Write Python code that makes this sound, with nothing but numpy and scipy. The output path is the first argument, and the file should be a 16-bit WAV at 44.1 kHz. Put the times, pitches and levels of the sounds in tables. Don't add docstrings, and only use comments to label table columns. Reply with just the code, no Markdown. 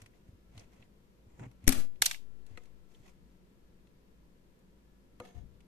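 import sys
import numpy as np
from scipy import signal
from scipy.fft import rfft, irfft, next_fast_len
from scipy.io import wavfile

SR = 44100
rng = np.random.default_rng(int(sys.argv[2]) if len(sys.argv) > 2 else 0)


def transcribe(signal):
    frames = np.atleast_2d(signal).T
    limited = np.clip(frames, -1, 1)
    pcm = np.round(limited * 32767).astype(np.int16)
    wavfile.write(sys.argv[1], SR, pcm)


def elevation(decibels):
    levels = np.asarray(decibels, float)
    return 10 ** (levels / 20)


N = 250032
TIME = np.arange(N) / SR


def rms_one(x):
    return x / np.sqrt(np.mean(x ** 2) + 1e-20)


def at_hz(points, hz):
    table_hz, values = np.array(points)[:, 0], np.array(points)[:, 1]
    return np.interp(np.log(np.maximum(hz, 1)), np.log(table_hz), values)


def colour(x, spectrum):
    size = next_fast_len(x.shape[-1])
    gain = elevation(at_hz(spectrum, np.fft.rfftfreq(size, 1 / SR)))
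    return irfft(rfft(x, size) * gain, size)[..., :x.shape[-1]]


def resonate(x, hz, width_hz):
    r = np.exp(-np.pi * width_hz / SR)
    poles = [1, -2 * r * np.cos(2 * np.pi * hz / SR), r * r]
    return signal.lfilter([(1 - r * r) / 2, 0, (r * r - 1) / 2], poles, x)


def resonate_twice(x, hz, width_hz):
    return resonate(resonate(x, hz, width_hz), hz, width_hz)


def struck(t, hz, t60, rise_s):
    return np.sin(2 * np.pi * hz * t) * elevation(-60 * t / t60) * (1 - np.exp(-t / rise_s))


def add(out, s, sound):
    i = round(s * SR)
    out[..., i:i + sound.shape[-1]] += sound[..., :N - i]


def balance(left_minus_right_db):
    return elevation(np.array([[left_minus_right_db], [-left_minus_right_db]]) / 2)


def clumps(size, seconds):
    step = max(round(seconds * SR), 8)
    knots = size // 8 + 2
    return np.interp(np.arange(size) / step, np.arange(knots), rng.standard_normal(knots))


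def stroke(t, start, hold, db, rise_db_s, fall_db_s):
    early = np.maximum(start - t, 0)
    late = np.maximum(t - start - hold, 0)
    return elevation(db - rise_db_s * early - fall_db_s * late)


# pitch_hz, level_db
AIR = [(8, -0.5), (20, -3.5), (40, -11.5), (62, -10), (85, -16), (130, -12), (200, -10.5), (280, -15.5),
       (500, -18.5), (700, -28.5), (1500, -32.5), (6000, -41.5), (10000, -45), (13500, -42)]
# pitch_hz, correlation (-1 to 1)
LIKENESS = [(60, 0.64), (150, 0.85), (380, 0.58), (950, -0.33), (2380, -0.16), (5980, -0.01),
            (15000, -0.43)]
# pitch_hz, width_hz, level_db
HUMS = [(54.25, 4, -67.5), (190, 7.8, -73), (967, 99, -89), (356, 30, -82), (1340, 4, -94), (1707, 4, -95)]


def room_tone():
    size = next_fast_len(N)
    mid, side = rfft(rng.standard_normal((2, size)))
    hz = np.fft.rfftfreq(size, 1 / SR)
    alike = np.clip(at_hz(LIKENESS, hz), -1, 1)
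    both = np.sqrt(1 + alike) * mid + np.sqrt(1 - alike) * side * [[1], [-1]]
    hush = elevation(-62) * rms_one(irfft(both * elevation(at_hz(AIR, hz)), size)[:, :N])
    hums = np.zeros(N)
    for pitch_hz, width_hz, db in HUMS:
        hums += elevation(db) * rms_one(resonate_twice(rng.standard_normal(N), pitch_hz, width_hz * 1.2))
    return (hush + hums) * balance(2.4)


def rubbing(strokes, spectrum, modes, ring, sung_db, rise_db_s, fall_db_s):
    out = np.zeros((2, N))
    sharp = signal.butter(2, 3500, "high", fs=SR, output="sos")
    for start, hold, db, bright_db in strokes:
        t = max(start - 0.12, 0) + TIME[:SR // 2]
        slips = rng.standard_normal((3, len(t))) * elevation(2.5 * clumps(len(t), 0.005))
        slips = slips[:2] + 0.4 * slips[2]
        sung = np.zeros((2, len(t)))
        for hz, width_hz, mode_db in modes:
            waver = elevation(mode_db + 4.5 * clumps(len(t), 0.0201))
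            sung += waver * resonate(slips, hz, width_hz * ring)
        grain = rms_one(colour(slips + elevation(sung_db) * sung, spectrum))
        highs = signal.sosfilt(sharp, grain)
        envelope = stroke(t, start, hold, db + 2.0, rise_db_s, fall_db_s)
        add(out, t[0], envelope * (grain + (elevation(bright_db) - 1) * highs))
    return out


# pitch_hz, width_hz, level_db
PARTS = [(700, 170, 3.5), (1050.6, 420, 1.5), (1420, 300, 3), (2000, 490, 3.5), (2600, 500, 0.5),
         (3300, 800, -2.5), (4180, 450, -1), (4800, 370, -5), (5700, 420, 1), (6488, 550, 0),
         (7612, 1500, -2.5), (8980, 940, 0.5), (10280, 1000, -0.5), (11120, 1300, -1.5), (12500, 390, -2),
         (13730, 380, -5.5)]
# start_s, hold_s, level_db, brightness_db
RUB = [(0.0, 0.032, -68, 2.5), (.155, 0.016, -74, 1), (.275, .012, -76.5, 4), (.565, 0.058, -64, 0),
       (.725, 0.11, -71.5, 1.5), (1.645, .02, -69, -6), (2.35, 0.038, -81.5, 0.5), (2.49, .17, -72, 1.5),
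       (2.91, 0.14, -76.5, 7.5), (3.065, 0.022, -65.5, 2.5), (3.27, .1, -83.5, 3.5)]
# pitch_hz, level_db
RUB_COLOUR = [(150, -10.5), (300, 5.5), (1000, -6), (1400, -12), (2300, -7.5), (4000, -16), (7000, -16.5),
              (9500, -25), (14500, -27.5)]


def finger_rubs():
    return rubbing(RUB, RUB_COLOUR, PARTS, ring=0.47, sung_db=-3.5, rise_db_s=304, fall_db_s=260.5)


def room_tail(spectrum):
    t = TIME[:SR // 3]
    lumps_db = 1.6 * np.clip(clumps(len(t), .003), -2, 1.5)
    gate_db = 347 * np.maximum(t - 0.13, 0)
    fade_db = lumps_db - 93.5 * t - gate_db
    ripple = elevation(2.3 * clumps(len(t) // 2 + 1, .0006))
    noise = irfft(rfft(rng.standard_normal((2, len(t)))) * ripple, len(t))
    wash = rms_one(colour(noise, spectrum))
    lows = signal.lfilter(*signal.butter(1, 5000, fs=SR), wash)
    highs = (wash - lows) * elevation(-41 * t)
    return (lows + highs) * elevation(fade_db) * np.minimum(t / 0.005, 1)


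def contacts(events, tail_colour, pan_db, ring):
    out, t = np.zeros((2, N)), TIME[:SR // 32]
    for s, peak_db, centre_hz, spread_db, chatter_s, wet_db in events:
        swell = (1 - np.exp(-t / .0003)) * np.exp(-t / max(chatter_s, 5e-4))
        force = 1.5 + rng.exponential(1, len(t))
        impacts = rng.standard_normal((2, len(t))) * force * swell
        body, sign = np.zeros((2, len(t))), 1
        for hz, width_hz, db in PARTS:
            near_db = db - spread_db * abs(np.log2(hz / centre_hz))
            gain = sign * elevation(near_db + rng.normal(0, 1.5))
            body += gain * resonate_twice(impacts, hz, width_hz * ring)
            sign = -sign
        add(out, s, elevation(peak_db + 5) * body / np.abs(body).max())
        add(out, s, elevation(peak_db + wet_db - 18) * room_tail(tail_colour))
    return out * balance(pan_db)


# start_s, peak_db, centre_hz, spread_db_per_octave
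TICKS = [(.0164, -50.5, 3950, 5), (.0598, -51, 2600, 8), (.135, -66, 2000, 23), (0.5763, -47.5, 3360, 9.5),
         (.594, -52, 5140, 23), (.824, -54, 2600, 20), (1.394, -52.5, 1390, 7.5), (1.416, -71, 7000, 16),
         (1.4345, -51, 1660, 14), (1.513, -61, 2000, 3.5), (1.640, -56, 3500, 4), (1.956, -64, 2930, 16),
         (2.464, -58, 4020, 4), (2.555, -61.5, 1950, 19), (2.573, -43.5, 2150, 8.5),
         (2.635, -63, 5470, 5.5), (2.655, -62.5, 4000, 6), (2.947, -60.5, 3250, 32),
         (3.078, -58.5, 2600, 14), (3.87, -65.5, 2992, 10.5), (4.59, -71, 11000, 3.5),
         (5.1990, -40, 1230, 5.5), (5.25, -51.5, 3300, 8), (5.604, -60.5, 3180, 10)]


def tweezer_ticks():
    chatter_s, wet_db = 0.0049, -16
    ticks = [(*tick, chatter_s, wet_db) for tick in TICKS]
    return contacts(ticks, RUB_COLOUR, pan_db=1.5, ring=1.0)


# start_s, peak_db, pitch_hz, t60_s
BUMPS = [(0.018, -55, 102, 0.15), (0.288, -45, 102, 0.044), (0.329, -54, 88, 0.09),
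         (0.544, -57.5, 136.6, 0.17), (0.567, -50, 102, 0.14), (0.793, -59, 109, 0.14),
         (1.267, -52, 94.4, 0.064), (1.34, -51, 87, 0.034), (1.39, -50, 134, 0.057),
         (1.408, -44.5, 126, 0.14), (1.439, -50, 94, 0.057), (1.462, -47.5, 118.3, 0.13),
         (1.639, -47, 94, 0.14), (2.01, -50.5, 102, 0.062), (2.509, -52.5, 102, 0.072),
         (2.538, -54.5, 85.9, 0.11), (2.999, -57.5, 129.9, 0.081), (5.199, -48.5, 111.1, 0.06),
         (5.596, -70.5, 111.4, 0.063)]


def desk_bumps():
    out, t = np.zeros(N), TIME[:SR // 3]
    for s, peak_db, hz, t60 in BUMPS:
        t60 = max(t60, .02)
        modes = struck(t, hz, t60, 0.0025)
        modes += elevation(-10) * struck(t, 2.3 * hz, .6 * t60, 0.0031)
        modes += elevation(-14.5) * struck(t, 2.5 * hz, 0.59 * t60, .004)
        add(out, s, elevation(peak_db + 8.5) * modes)
    return out


# start_s, hold_s, level_db, brightness_db
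PRESS = [
    (1.3, .05, -71.5, 3),
    (1.398, 0.021, -58.5, 3),
    (1.437, 0.016, -53.5, -4),
    (1.48, 0.051, -76, 2),
]
# pitch_hz, level_db
PRESS_COLOUR = [(120, -23), (200, 5.5), (556, -4), (641, -12), (854, -5.5), (1390, -20), (2460, -17.5),
                (4520, -41), (4770, -35), (7210, -24.5), (14500, -61)]


def finger_presses():
    return rubbing(PRESS, PRESS_COLOUR, PARTS, ring=0.99, sung_db=-6.5, rise_db_s=448, fall_db_s=600)


# start_s, peak_db, centre_hz, chatter_s, wet_db
SNAP = [
    (1.667, -45, 3004, 0.012, -30),
    (1.6743, -28.5, 7000, .004, -35),
    (1.6773, -9, 9540, 0.002, -8.5),
    (1.6903, -12.5, 11460, .002, -16),
    (1.7205, -26, 4800, 0.004, -7.5),
    (1.7245, -22.5, 9120, .003, -7.5),
    (1.7305, -36, 3000, .005, -12),
]
# pitch_hz, level_db
SNAP_COLOUR = [(88, -36), (150, -3.5), (302, -3.5), (519, -12.5), (668, -6.5), (1020, -19), (1110, -9),
               (1730, -11), (11100, -13.5), (14300, -20), (15500, -80.5)]


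def ring_snap():
    spread_db = 3
    snaps = [(s, db, hz, spread_db, chatter_s, wet_db) for s, db, hz, chatter_s, wet_db in SNAP]
    return contacts(snaps, SNAP_COLOUR, pan_db=4.5, ring=2.08)


def panel(knocks, modes, pan_db):
    out, t = np.zeros(N), TIME[:SR // 4]
    for s, peak_db in knocks:
        ringing = np.zeros(len(t))
        for hz, db, t60 in modes:
            gain = rng.choice([-1, 1]) * elevation(peak_db + db - 6 + rng.normal(0, 1.5))
            ringing += gain * struck(t, hz, t60, 0.0002)
        add(out, s, ringing)
    return out * balance(pan_db)


# start_s, peak_db
SHUDDERS = [(1.669, -37.5), (1.677, -22), (1.683, -24.5), (1.691, -22.5), (1.70, -39), (1.722, -34),
            (1.755, -38), (1.77, -38), (1.785, -39), (1.80, -40), (1.84, -46.5)]
# pitch_hz, level_db, t60_s
CHASSIS = [(102, 0.5, 0.062), (218, -0.5, 0.08), (263.3, 0, 0.14), (344, -10, 0.12), (415, -9.5, .07),
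           (559, -8, 0.081), (782.6, -12, 0.06)]


def chassis_shudder():
    return panel(SHUDDERS, CHASSIS, pan_db=6.5)


# start_s, size (full scale), rise_s, fall_s
JOLT = [
    (1.6776, -.37, .0004, .024),
    (1.6776, .075, .03, .17),
    (1.778, .082, .006, .1),
]


def capsule_jolt():
    offset = np.zeros(N)
    for s, size, rise_s, fall_s in JOLT:
        t = np.maximum(TIME - s, 0)
        offset += size * (1 - np.exp(-t / rise_s)) * np.exp(-t / fall_s)
    no_dc = signal.butter(1, .5, "high", fs=SR)
    return signal.lfilter(*no_dc, offset) * [[1], [0]]


# start_s, peak_db, centre_hz, spread_db_per_octave, chatter_s
BOUNCE = [
    (2.0175, -25, 6030, 3, 0.011),
    (2.0204, -9, 5000, 3, .0024),
    (2.0569, -17, 12500, 7, 0.0037),
    (2.0600, -15.5, 5202, 11, 0.004),
    (2.1104, -25.5, 3270, 7, 0.004),
    (2.144, -38.5, 2340, 13, 0.0035),
]
# pitch_hz, level_db
BOUNCE_COLOUR = [(350, -38), (600, -3), (1860, -10.5), (2440, 1.5), (5980, -1), (7640, -2), (10600, -7.5),
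                 (12100, -2), (14700, -14), (15500, -56)]


def part_bounces():
    bounces = []
    for hit in BOUNCE:
        wet_db = -20.5 if hit[0] > 2.04 else -9.5
        bounces.append((*hit, wet_db))
    too_small = signal.butter(4, 680, "high", fs=SR, output="sos")
    return signal.sosfilt(too_small, contacts(bounces, BOUNCE_COLOUR, pan_db=-0.7, ring=2.07))


# start_s, peak_db
KNOCKS = [
    (2.019, -41),
    (2.576, -45),
    (5.202, -34),
    (5.205, -40),
    (5.214, -38),
    (5.237, -47),
]
# pitch_hz, level_db, t60_s
PLATE = [(244, -7, 0.051), (278.9, -7.5, 0.063), (358, -9, 0.13), (485, -2.5, .08), (566, -11, 0.047),
         (714, -5.5, 0.046), (936, -10, 0.024), (1247, -10, 0.078)]


def plate_knocks():
    return panel(KNOCKS, PLATE, pan_db=3.0)


# start_s, hold_s, level_db, brightness_db
DRAG = [
    (5.21, .025, -76, -8),
    (5.246, .02, -57.5, 2.5),
    (5.275, 0.036, -64, 1),
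    (5.35, 0.046, -66, 2),
]
# pitch_hz, level_db
DRAG_COLOUR = [(300, -3.5), (480, -4), (710, -4.5), (1000, -7), (1600, -13.5), (2300, -17), (3300, -12),
               (4500, -19), (14500, -31)]
# pitch_hz, width_hz, level_db
TINES = [(479, 35, 0), (710, 27, 5.5), (880, 42, -18), (1750, 70, 2), (2170, 44, 4.5), (2670, 40, -3),
         (3300, 41, -4), (4950, 90, -9.5), (6430, 90, 4.5)]


def tweezer_drag():
    return rubbing(DRAG, DRAG_COLOUR, TINES, ring=0.95, sung_db=8, rise_db_s=500, fall_db_s=450)


# start_s, hold_s, level_db
DRAUGHT = [
    (5.36, 0.035, -44),
    (5.435, 0.0063, -42),
    (5.476, 0.17, -59.5),
]


def hand_draught():
    band = signal.butter(2, [20, 90], "band", fs=SR, output="sos")
    gusts = rms_one(signal.sosfilt(band, rng.standard_normal(N)))
    puffs = sum(stroke(TIME, *puff, rise_db_s=901, fall_db_s=402) for puff in DRAUGHT)
    return gusts * puffs * [[1], [0]]


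def scene():
    handling = finger_rubs() + tweezer_ticks() + desk_bumps() + finger_presses()
    release = ring_snap() + chassis_shudder() + capsule_jolt()
    landing = part_bounces() + plate_knocks()
    return room_tone() + handling + release + landing + tweezer_drag() + hand_draught()


def band_limit(x):
    return signal.sosfilt(signal.butter(12, 16290, fs=SR, output="sos"), x)


def record(dry):
    rounded = np.tanh(dry)
    top_cut = signal.cheby1(12, .5, 14400, fs=SR, output="sos")
    return band_limit(signal.sosfilt(top_cut, rounded))


dry = scene()
out = record(dry)
transcribe(out)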